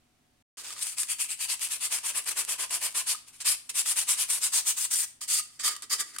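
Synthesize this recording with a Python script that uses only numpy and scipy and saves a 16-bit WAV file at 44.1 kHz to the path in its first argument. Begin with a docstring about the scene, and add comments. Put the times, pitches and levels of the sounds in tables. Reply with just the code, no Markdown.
"""A small room with a faint mains hum: close to a stereo microphone, sandpaper is rubbed quickly to and
fro over a small hand-held cement pot. Grit catches and lets go in dense tiny snaps that the stiff sheet
radiates; now and then a crumb cracks off or an edge bites. In the last strokes the pot's mouth turns to
the microphone and its hollow rings. The room answers each stroke."""
import sys
import numpy as np
from scipy import signal
from scipy.fft import rfft, irfft, next_fast_len
from scipy.io import wavfile

SR = 44100
rng = np.random.default_rng(int(sys.argv[2]) if len(sys.argv) > 2 else 0)


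def bounce(signal):
    """Save signal as a 16-bit WAV file at the path given by the first command-line argument."""
    frames = np.transpose(np.atleast_2d(signal))
    limited = np.clip(frames, -1, 1)
    pcm = np.round(limited * 32767).astype(np.int16)
    wavfile.write(sys.argv[1], SR, pcm)


N = 273420
TIME = np.arange(N) / SR
TAPS = 2048
FREQ = np.maximum(np.arange(TAPS // 2 + 1) * SR / TAPS, 1)  # Hz axis of the sheet's EQ curves


def undb(db):
    """Decibels to gain."""
    return 10 ** (np.asarray(db) / 20)


def unit(x):
    """Scale to rms 1."""
    return x / np.sqrt(np.mean(x ** 2))


def along(hz, points, column=1):
    """Read (Hz, value) points on a log-frequency axis."""
    points = np.array(points, float)
    return np.interp(np.log(hz), np.log(points[:, 0]), points[:, column])


def bell(hz, octaves):
    """An EQ bell of height 1 on FREQ."""
    return np.exp(-.5 * (np.log2(FREQ / hz) / octaves) ** 2)


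def response(db):
    """Minimum-phase impulse responses for EQ curves on FREQ, at a mean energy of 1."""
    cepstrum = irfft(np.log(undb(db)))
    cepstrum[:, 1:TAPS // 2] *= 2
    cepstrum[:, TAPS // 2 + 1:] = 0
    return unit(irfft(np.exp(rfft(cepstrum)))) / np.sqrt(TAPS)


def add(out, sound, start_s):
    """Mix a stereo sound in at a time."""
    i = max(int(start_s * SR), 0)
    out[:, i:i + sound.shape[1]] += sound[:, :max(N - i, 0)]


def wander(size, rate_hz):
    """Smooth random drift with a spread of about 1."""
    knots = rng.standard_normal(4096)
    return 1.078 * np.interp(np.arange(size) * rate_hz / SR, np.arange(len(knots)), knots)


def stereo_image(pair, likeness):
    """Blend two unrelated sounds into left and right, following (Hz, correlation) points."""
    size = next_fast_len(pair.shape[1] + 256)
    hz = np.maximum(np.arange(size // 2 + 1) * SR / size, 1)
    correlation = np.clip(along(hz, likeness), -.98, .98)
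    mid, side = rfft(pair, size) * np.sqrt([(1 + correlation) / 2, (1 - correlation) / 2])
    return irfft(np.array([mid + side, mid - side]), size)[:, :pair.shape[1]]


def room_tone(air_db=-69.5):
    """A bed of soft air noise, nearly mono in the bass, and a wavering appliance hum."""
    # spectrum of the air: f/Hz, relative level/dB
    air_colour = [(25, -1.5), (60, -1.5), (100, -0.5), (180, -4), (250, 1), (330, -3), (500, -11.5),
                  (610, -6.5), (850, -11), (3000, -12.5), (7000, -17), (9000, -16), (11000, -20.5),
                  (15500, -26)]
    # partials of the hum: f/Hz, level/dB
    hum_partials = [(49, -92.5), (99.6, -81.5), (146.7, -82), (241, -82), (294, -86.5), (393, -91.5),
                    (733, -86.5)]
    hz = np.maximum(np.arange(N // 2 + 1) * SR / N, 1)
    air = irfft(rfft(rng.standard_normal((2, N))) * undb(along(hz, air_colour)), N)
    hum = sum(undb(db + wander(N, 15)) * unit(np.sin(2 * np.pi * f * TIME + 0.5 * wander(N, 5.3)))
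              for f, db in hum_partials)
    return undb(air_db) * unit(stereo_image(air, [(80, 0.8), (400, 0.254), (2000, 0.14)])) + hum


def grit(size, grains_per_s=18000, spread_db=0.5):
    """Grains catch at random, a few of them hard; the sheet judders and meets rough and smooth patches."""
    catches = rng.random(size) < grains_per_s / SR
    strength = undb(spread_db * np.minimum(rng.exponential(size=size), 4))
    judder_db = 0.29 * wander(size, rate_hz=330)
    patches_db = 1.7541 * wander(size, rate_hz=75)
    return unit(catches * strength * undb(judder_db + patches_db) * rng.standard_normal((2, size)))


def sheet(force, eq_db):
    """The sheet radiates the grit's snaps; its parts move unevenly, so left and right partly differ."""
    # spectrum of the rubbed sheet: f/Hz, left level/dB, right level/dB
    paper_colour = [(152.4, -51.5, -41), (446, -27, -26.5), (858.5, -18, -25.5), (925, -16.5, -18.5),
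                    (1194, -13.5, -17), (1260, -18.5, -18.5), (2243, -14, -14.5), (2617, -11.5, -14),
                    (3726, -10, -9.5), (6235, -6, -4.5), (6900, -4, -3.5), (8963, 1.5, 2),
                    (10347, -1, -6.5), (11870, -6.5, -15), (16750, -19.5, -20)]
    # stereo image: f/Hz, correlation
    likeness = [(400, 0.892), (700, 0.08), (1100, 0.926), (2300, 0.632), (4200, 0.032),
                (6000, -0.285), (7500, 0.36), (9200, 0.982), (11000, 0.37)]
    colour_db = np.array([along(FREQ, paper_colour, column) for column in (1, 2)])
    return signal.fftconvolve(stereo_image(force, likeness), response(colour_db + eq_db), axes=1)


def dragging(db=-50):
    """While the hand turns round, the sheet stays on the pot and a few loose grains crunch under it."""
    touching = np.interp(TIME, [.56, .58, 3.12, 3.17, 3.74, 3.78, 5.04, 5.06], [0, 1, 1, 0, 0, 1, 1, 0])
    crunch = grit(N, grains_per_s=1200, spread_db=7) * touching
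    return undb(db) * sheet(crunch, 3 * bell(2030, 0.81))[:, :N]


def grip(start_s, db, firm_db=-28):
    """The grip sets a stroke's tone and pan; a light stroke leans from treble toward scrape and rasp."""
    # the shifting grip: t/s, scrape/dB, rasp/dB, hollow ring/dB, sheet resonance/Hz, left minus right/dB
    grips = [(.74, 6.5, 5.5, 0, 6500, -0.5), (.82, -2.5, 0, 3.5, 8480, 2.5), (1.25, -2, 5, 6.5, 8550, 2.5),
             (1.55, 1.5, 5.5, 3.5, 11000, 1.83), (2.1, 6.5, 4.5, 2.5, 11100, 1.45),
             (2.85, 7, 4.5, 3, 11200, 0.53), (3.1, 2, 5, 1.5, 10300, 1.06), (4.25, 1, 3, 2, 10430, 1.53),
             (4.45, 1.5, 2, 0, 6960, 1.5), (4.9, -4.5, -1.86, 1, 6930, 2), (5.3, -4, 0.5, 1, 6950, 1),
             (5.65, 4, 1, -1.5, 7210, -0.5), (6.1, 7, 1.5, -2.5, 6800, 0.5)]
    times, *columns = np.transpose(grips)
    scrape_db, rasp_db, hollow_db, sheet_hz, pan_db = (np.interp(start_s, times, c) for c in columns)
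    light_db = np.clip(firm_db - db, 0, 16)
    return scrape_db + 0.323 * light_db, rasp_db + 0.17 * light_db, hollow_db, sheet_hz, pan_db


def stroke_eq(start_s, scrape_db, rasp_db, hollow_db, sheet_hz, mouth_turns_s=5.5):
    """A stroke's colour in dB: set by the grip, and by a bend of the sheet that is new every time."""
    # resonances and notches of the cupped sheet: f/Hz, width/octaves, weight
    cup_bands = [(2568, 0.1554, 0.91), (3917, 0.139, -1.29), (4346, 0.152, 0.274), (5475, 0.238, -0.68)]
    turned = start_s > mouth_turns_s  # the pot's mouth brings a higher scrape and more low rub
    scrape_hz = 1640 if turned else 958
    rub_db = -4 + 2.086 * scrape_db + 6.5 * turned
    body_db = rub_db * bell(280, 0.67) + scrape_db * bell(scrape_hz, 800 / scrape_hz)
    cup_db = hollow_db * sum(weight * bell(hz, octaves) for hz, octaves, weight in cup_bands)
    resonance_db = 2 * bell(sheet_hz, 0.13) - 2 * bell(1.653 * sheet_hz, 0.19)
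    bend_db = 2.5 * np.interp(np.log2(FREQ), np.linspace(8, 14, 56), rng.standard_normal(56))
    return body_db + rasp_db * bell(3400, 0.764) + cup_db + resonance_db + bend_db


def stroke(start_s, length_s, db, attack_s=0.02512, release_s=0.02825, harsh_db=0, top_db=0, nudge_db=0):
    """The sheet speeds up, slides and stops, brightest where fastest; gives the sound and its cue time."""
    scrape_db, rasp_db, hollow_db, sheet_hz, pan_db = grip(start_s, db)
    lead_s = .04
    t = np.arange(int((length_s + 2 * lead_s) * SR)) / SR - lead_s
    travel = np.clip(2 * t / length_s - 1, -1, 1)
    speed = 1 - travel ** 2
    contact = np.clip(.5 + t / attack_s, 0, 1) * np.clip(.5 + (length_s - t) / release_s, 0, 1)
    sag_db = -1.48 * travel  # the push eases off
    swell_db = 3.5 * min(0.099 / length_s, 1) * (speed - 2 / 3)
    force = grit(len(t)) * contact * undb(db + sag_db + swell_db)
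    late = np.clip(.5 + travel, 0, 1)  # the sheet bends into a new shape halfway
    hiss = bell(11900, 0.75)
    # slow ends, fast first half, fast second half: crossfade, sheet resonance/Hz, EQ/dB
    stages = [(1 - speed, 0.905 * sheet_hz, -6 * hiss - 4.5 * bell(4120, 1.0)),
              (speed * (1 - late), sheet_hz, 0.5 * hiss),
              (speed * late, sheet_hz, 0.5 * hiss)]
    sound = 0
    for share, hz, bright_db in stages:
        eq_db = stroke_eq(start_s, scrape_db, rasp_db + harsh_db, hollow_db, hz)
        sound = sound + sheet(force * share, eq_db + bright_db + top_db * bell(11700, 0.33))
    pan = undb(np.array([[1], [-1]]) * (pan_db + nudge_db) / 2)
    return sound * pan, start_s - lead_s


def sanding():
    """Runs of strokes; after a pause the sheet's tip lands abruptly: harsher, duller, further right."""
    # strokes, about nine a second in the fast runs: t/s, length/s, level/dB
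    strokes = [(.571, 0.0547, -42), (0.636, 0.1174, -41), (0.764, 0.0814, -42.5), (.814, 0.0368, -29),
               (.846, .096, -36), (0.976, 0.0683, -30.5), (1.088, 0.0566, -30), (1.194, 0.0666, -29.5),
               (1.292, 0.0531, -31), (1.398, 0.0691, -30.5), (1.488, 0.0658, -29.5), (1.608, 0.0649, -30),
               (1.7, 0.0693, -30), (1.812, 0.0669, -29), (1.909, 0.0773, -29), (2.04, 0.0789, -29),
               (2.149, 0.0553, -29), (2.264, 0.0643, -30), (2.365, 0.067, -29.5), (2.483, 0.0721, -30),
               (2.589, 0.0678, -30.5), (2.709, 0.0704, -29), (2.814, 0.0738, -29), (2.951, 0.0681, -27.5),
               (3.071, 0.069, -26.5), (3.27, 0.043, -49.5), (3.328, 0.0857, -53.5), (3.455, 0.0948, -24.5),
               (3.641, 0.06, -59), (3.75, 0.0765, -26.5), (3.862, 0.073, -25.5), (3.966, 0.0654, -25),
               (4.077, 0.0765, -25.5), (4.179, 0.0694, -25.5), (4.29, 0.092, -26), (4.414, 0.0693, -25),
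               (4.529, 0.0764, -23.5), (4.66, 0.0643, -25), (4.773, 0.0879, -26), (4.913, 0.1313, -25.5),
               (5.286, 0.1219, -26.5), (5.499, 0.098, -59), (5.638, .062, -27), (5.696, 0.0483, -38.5),
               (5.907, 0.0512, -27), (5.99, 0.03415, -28.5), (6.05, 0.0844, -53), (6.136, 0.0298, -47)]
    # short dabs as the tip lands again: t/s, length/s, level/dB
    landings = [(3.403, 0.0319, -36.5), (3.693, 0.0174, -33.5), (5.21, 0.0432, -36), (5.594, 0.038, -37),
                (5.826, .023, -41)]
    out = np.zeros((2, N))
    for start_s, length_s, db in strokes:
        add(out, *stroke(start_s, length_s, db))
    for start_s, length_s, db in landings:
        add(out, *stroke(start_s, length_s, db, attack_s=0.0068, harsh_db=0.5, top_db=-3.5, nudge_db=-2))
    return out


def pot(force):
    """The cement pot rings in its modes, each with its own phase left and right; too small for bass."""
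    # modes of the pot: f/Hz, relative level/dB, t60/s
    modes = [(1184.5, 12.5, 0.0404), (1234.8, 3.5, 0.0794), (1636, 6.5, 0.0216), (1846, -0.5, 0.076),
             (1925.5, -5.5, 0.167), (3072, 7, 0.053), (3490, -9.5, 0.058), (3640, -2.5, 0.038),
             (4474, 14, 0.023), (4780, 10.5, 0.0324), (5250, 1, 0.034), (5360, -9, .025)]
    t = np.arange(SR // 4) / SR
    ring = 0
    for hz, db, t60 in modes:
        phase = rng.standard_normal((2, 1)) * hz / 5000  # low modes reach both sides nearly in step
        ring = ring + undb(db - 60 * t / t60) * np.cos(2 * np.pi * hz * t + phase)
    ring = signal.sosfilt(signal.butter(4, 950, "high", fs=SR, output="sos"), ring)
    return signal.fftconvolve(force, unit(ring) / np.sqrt(len(t)), axes=1)[:, :N]


def mouth_ring(rub):
    """Rubbing rings the pot; more of the ring reaches the microphone as the mouth turns to it."""
    # send into the pot's ring as its mouth turns: t/s, level/dB
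    mouth_send = [(.6, -23), (1.0, -14), (3.1, -49.5), (5.3, -13), (5.62, -6), (5.95, -5.5), (6.2, -9)]
    return pot(rub * undb(np.interp(TIME, *np.transpose(mouth_send))))


def room(dry, early_db=-17, early_decay_s=0.0066, tail_db=-12.5, t60_s=0.4205):
    """Table and hands throw back quick reflections; the walls add a tail whose treble dies first."""
    t = np.arange(int(.8 * SR)) / SR
    tail = 0
    for low_hz, high_hz in [(100, 2000), (2000, 5000), (5000, 10000), (10000, 18000)]:
        band = signal.butter(3, [low_hz, high_hz], "band", fs=SR, output="sos")
        decay = undb(-60 * t * (1 + 0.58 * low_hz / 10000) / t60_s)
        tail = tail + signal.sosfilt(band, rng.standard_normal((2, len(t)))) * decay
    early = rng.standard_normal((2, len(t))) * np.exp(-t / early_decay_s) * (t > .002)
    echo = undb(tail_db) * unit(tail * (t > .008)) + undb(early_db) * unit(early)
    return signal.fftconvolve(dry, echo / np.sqrt(len(t)), axes=1)[:, :N]


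def crumb_snaps(decay_s=0.00389, gain_db=3):
    """A crumb breaks off in a short crack that shakes both sheet and pot."""
    # crumbs that snap and edges that catch: t/s, level before gain/dB, send into the pot/dB
    snaps = [(0.596, -43, -10), (.705, -40.5, 0.5), (.764, -51.5, 8), (0.825, -38, -29.5),
             (.868, -32.5, -20), (0.983, -28, -20.5), (1.032, -27, -24), (1.613, -37.5, -17.5),
             (3.153, -37.5, -15), (3.7, -31, -28.5), (4.567, -33.5, -31), (5.03, -43.5, -22.5),
             (5.215, -36.5, -8), (5.679, -23, -9.5), (5.753, -41, -4.5), (5.764, -36, -5),
             (5.822, -34, -23), (5.936, -25.5, -7.5), (6.163, -38.5, -6), (6.185, -28, -8.5)]
    cracks, knocks = np.zeros((2, N)), np.zeros((2, N))
    fade = np.exp(-np.arange(SR // 50) / SR / decay_s)
    for start_s, db, send_db in snaps:
        burst = rng.standard_normal((2, len(fade))) * fade * undb(db + gain_db)
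        add(cracks, sheet(burst, 5 * bell(2370, 1)), start_s)
        add(knocks, np.ones((2, 1)) * np.linalg.norm(burst[0]) * undb(send_db), start_s)
    return cracks + pot(knocks)


def edge_bites(relative_width=0.109):
    """A stiff edge bites the cement or catches on the rim, and grit shakes one narrow resonance of it."""
    # bites of the sheet's edge: centre t/s, length/s, f/Hz, level/dB
    bites = [(0.823, 0.04, 3950, -38.5), (1.506, .06, 4650, -33.5), (2.742, 0.062, 5310, -37),
             (3.102, 0.085, 4630, -34), (3.152, .02, 1260, -42), (3.485, 0.046, 4794, -28),
             (5.342, 0.17, 4490, -39.5), (5.399, 0.024, 1207, -48.5), (6.165, 0.01325, 1560, -41)]
    out = np.zeros((2, N))
    for centre_s, length_s, hz, db in bites:
        size = int(length_s * SR)
        band_hz = [hz * (1 - relative_width / 2), hz * (1 + relative_width / 2)]
        rasp = signal.sosfilt(signal.butter(1, band_hz, "band", fs=SR, output="sos"), grit(size))
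        add(out, undb(db) * unit(rasp) * np.hanning(size), centre_s - length_s / 2)
    return out


def scene():
    """Rubbing, the pot's ring and snapping crumbs up close, with reverb and room tone behind."""
    rub = sanding() + dragging() + edge_bites()
    close = rub + mouth_ring(rub) + crumb_snaps()
    return close + room(close) + room_tone()


def record(dry, mute_from_s=.425, mute_to_s=.571, top_hz=15900):
    """The sound drops to silence briefly before the first stroke; the top is cut steeply."""
    live = (TIME < mute_from_s) | (TIME > mute_to_s)
    return signal.sosfilt(signal.ellip(10, .2, 80, top_hz, fs=SR, output="sos"), dry * live)


dry = scene()
out = record(dry)
bounce(out)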